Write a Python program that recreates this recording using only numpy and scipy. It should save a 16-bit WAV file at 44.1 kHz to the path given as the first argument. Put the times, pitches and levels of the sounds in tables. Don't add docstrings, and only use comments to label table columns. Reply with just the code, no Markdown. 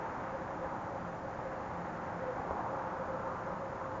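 import sys
import numpy as np
from scipy import signal
from scipy.fft import rfft, irfft
from scipy.io import wavfile
from scipy.ndimage import uniform_filter1d, map_coordinates

SR = 44100
rng = np.random.default_rng(int(sys.argv[2]) if len(sys.argv) > 2 else 0)


def unload_audio(sound):
    columns = np.transpose(np.atleast_2d(sound))
    steps = np.round(np.clip(columns, -1, 1) * 32767)
    wavfile.write(sys.argv[1], SR, steps.astype(np.int16))


N = 176400
TIME, FREQ = np.arange(N) / SR, np.fft.rfftfreq(N, 1 / SR)
TREBLE_LIMIT_HZ = 7330


# (frequency [Hz], relative level [dB])
WASH_SPECTRUM = [(200, -18.5), (450, -6), (650, -6), (820, 4), (1050, -1.5), (1300, -5.5), (1700, -24),
                 (2400, -34.5), (4000, -54.5)]
# (time [s], pitch [ratio])
WASH_PITCH = [(0, 0.98), (.7, 1.007), (1.5, .98), (2.55, .97), (3.0, 1.1), (3.5, 1.06), (4, 1.04)]
# (time [s], level [dB])
WASH_LEVEL = [(0, -42.5), (.5, -47), (.7, -42.5), (1.1, -48), (1.5, -47.5), (1.9, -45), (2.29, -46),
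              (2.53, -39.5), (2.75, -40.5), (3.08, -43), (3.35, -42), (3.52, -42), (3.65, -48), (3.86, -43),
              (4, -47)]
# (frequency [Hz], relative level [dB])
SPRAY_SPECTRUM = [(700, -15.5), (1100, -2), (1450, 1.5), (1750, -2.5), (2100, -10), (2600, -19.5),
                  (3400, -29.5), (5000, -40.5)]
# (time [s], level [dB])
SPRAY_LEVEL = [(0, -49.5), (.2, -49), (.7, -52), (1.2, -53), (1.9, -49.5), (2.3, -50), (2.5, -52),
               (2.85, -51), (3.15, -53.5), (3.4, -51.5), (3.7, -53.5), (4, -53)]

def splashing(drops_per_s=900, drop_share=0.34):
    drops = (rng.random(N) < drops_per_s / SR) * rng.standard_normal(N)
    drops *= amp(-np.minimum(rng.exponential(1, N), 4))
    spray = np.sqrt(drop_share) * unit(drops) + np.sqrt(1 - drop_share) * patchy_noise(patchy_db=0.4)
    wash = colour(patchy_noise(patchy_db=1.0), WASH_SPECTRUM)
    position = np.cumsum(np.interp(TIME, *np.transpose(WASH_PITCH)))
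    wash = map_coordinates(wash, [position], order=3, mode="grid-wrap")
    return level(WASH_LEVEL) * wash + level(SPRAY_LEVEL) * colour(spray, SPRAY_SPECTRUM)


# (peak time [s], rise [s], fall [s], level [dB], pitch [Hz])
TONE_SWELLS = [(.135, 0.021, 0.021, -46, 518), (.345, 0.016, 0.02, -40.5, 530),
               (.48, 0.039, 0.047, -45, 536), (.61, .025, 0.052, -43.5, 530), (.94, .03, 0.025, -47.5, 538),
               (1.43, .16, .14, -44, 527), (2.3, 0.11, 0.041, -41, 516.2), (2.73, 0.024, 0.054, -41, 531),
               (2.865, 0.029, 0.027, -43, 527.5), (2.99, 0.029, 0.032, -45, 525.4),
               (3.1, 0.032, 0.027, -44.5, 533), (3.17, .03, 0.063, -42.5, 520.3),
               (3.33, 0.06, 0.071, -45, 524), (3.5, 0.044, 0.038, -43.5, 521.5),
               (3.65, 0.035, 0.091, -46.5, 542), (3.88, 0.062, 0.13, -45, 527)]

def hollow_tone(blur_hz=20, noise_share=0.74, waver_hz=2.99, linger_db=-53, linger_hz=532):
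    lingering = (flutter(blur_hz) * np.exp(2j * np.pi * linger_hz * TIME)).real
    out = amp(linger_db) * unit(lingering)
    for peak, rise, fall, db, hz in TONE_SWELLS:
        swell = np.exp(-.5 * ((TIME - peak) / np.where(TIME < peak, rise, fall)) ** 2)
        blur = np.sqrt(1 - noise_share) + np.sqrt(noise_share / 2) * flutter(blur_hz)
        blur /= np.sqrt(np.average(abs(blur) ** 2, weights=swell ** 2))
        cycles = np.cumsum(hz + waver_hz * drift(rate_hz=5.82)) / SR
        out += amp(db) * swell * np.sqrt(2) * (blur * np.exp(2j * np.pi * cycles)).real
    return out


# (time [s], strength [dB])
BUMPS = [(.66, -34), (2.362, -36), (2.393, -33), (2.506, -27), (2.92, -38), (3.054, -32.5)]
# (pitch [Hz], relative level [dB], time to fade by 60 dB [s])
MOUNT_NOTES = [(87.6, -6.5, 0.1), (129, -12, 0.053), (212, -13, 0.058), (466, -7, 0.068)]
# (frequency [Hz], relative level [dB])
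SCUFF_SPECTRUM = [(150, -4), (500, 0), (850, -1.5), (1200, -16), (2500, -41)]

def camera_bumps(rise_s=0.0038, scuff_fade_s=0.049):
    out = np.zeros(N)
    scuff = amp(-3.5) * colour(rng.standard_normal(N), SCUFF_SPECTRUM)
    for start, strength_db in BUMPS:
        age = np.maximum(TIME - start, 0)
        ring = sum(amp(db - 60 * age / fade_s) * np.sin(2 * np.pi * hz * age)
                   for hz, db, fade_s in MOUNT_NOTES)
        onset = np.minimum(age / rise_s, 1)
        out += amp(strength_db) * onset * (ring + scuff * amp(-60 * age / scuff_fade_s))
    return out


# (frequency [Hz], relative level [dB])
ROAR_SPECTRUM = [(20, -16), (40, -10), (65, -5), (90, -1), (120, 0.5), (150, -2.5), (200, -1), (260, -3),
                 (320, -2.5), (440, -6.5), (620, -2), (820, -4), (1100, -7), (1500, -16.5), (2000, -23.5),
                 (2800, -32.5), (4500, -47)]

def distant_roar(level_db=-44):
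    return amp(level_db) * colour(rng.standard_normal(N), ROAR_SPECTRUM)


# (time [s], level [dB])
HUM_LEVEL = [(0, -68), (.38, -56), (.55, -50.5), (.72, -64), (.95, -59), (1.08, -49.5), (1.25, -55.5),
             (1.4, -66.5), (1.65, -61), (1.77, -47.5), (1.97, -54), (2.2, -52), (2.55, -57), (3.1, -56.5),
             (3.33, -53), (4, -59)]
# (pitch [Hz], level [dB])
WHINE_TONES = [(318, -63), (392, -62), (3558, -94), (4295, -95), (6223, -92), (6666, -86.5)]

def camera_noise(hum_hz=172.3, hiss_db=-69, whine_waver_db=1.5):
    boost = np.sqrt(SR / 2 / TREBLE_LIMIT_HZ)
    hiss = amp(hiss_db) * boost * rng.standard_normal(N)
    whine = sum(amp(db + whine_waver_db * drift(rate_hz=3.0)) * wavering(hz) for hz, db in WHINE_TONES)
    hum = level(HUM_LEVEL) * wavering(hum_hz)
    return hiss + whine + hum


def amp(db):
    return 10 ** (np.asarray(db) / 20)


def unit(x):
    return x / np.sqrt(np.mean(abs(x) ** 2) + 1e-20)


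def level(points):
    return amp(np.interp(TIME, *np.transpose(points)))


def colour(x, points):
    hz, db = np.transpose(points)
    gain = amp(np.interp(np.log(FREQ + 1), np.log(hz), db))
    return unit(irfft(rfft(x) * gain, N))


def drift(rate_hz):
    return unit(irfft(rfft(rng.standard_normal(N)) * np.exp(-.5 * (FREQ / rate_hz) ** 2), N))


def flutter(rate_hz):
    return drift(rate_hz) + 1j * drift(rate_hz)


def wavering(hz, waver_hz=2.2):
    cycles = np.cumsum(hz + waver_hz * drift(rate_hz=8.75)) / SR
    return unit(np.sin(2 * np.pi * cycles))


def patchy_noise(patchy_db):
    grid = signal.stft(rng.standard_normal(N), nperseg=1024, noverlap=768)[2]
    patches = uniform_filter1d(rng.standard_normal(grid.shape), 14, axis=1)
    patches = unit(uniform_filter1d(patches, 7, axis=0))
    return unit(signal.istft(grid * amp(patchy_db * patches), nperseg=1024, noverlap=768)[1][:N])


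def scene():
    return (splashing() + hollow_tone() + camera_bumps() + distant_roar() + camera_noise())[None]


def record(dry):
    treble_cut = signal.firwin(1501, TREBLE_LIMIT_HZ, window=("kaiser", 9), fs=SR)
    return signal.oaconvolve(dry, treble_cut[None], "same")


dry = scene()
out = record(dry)
unload_audio(out)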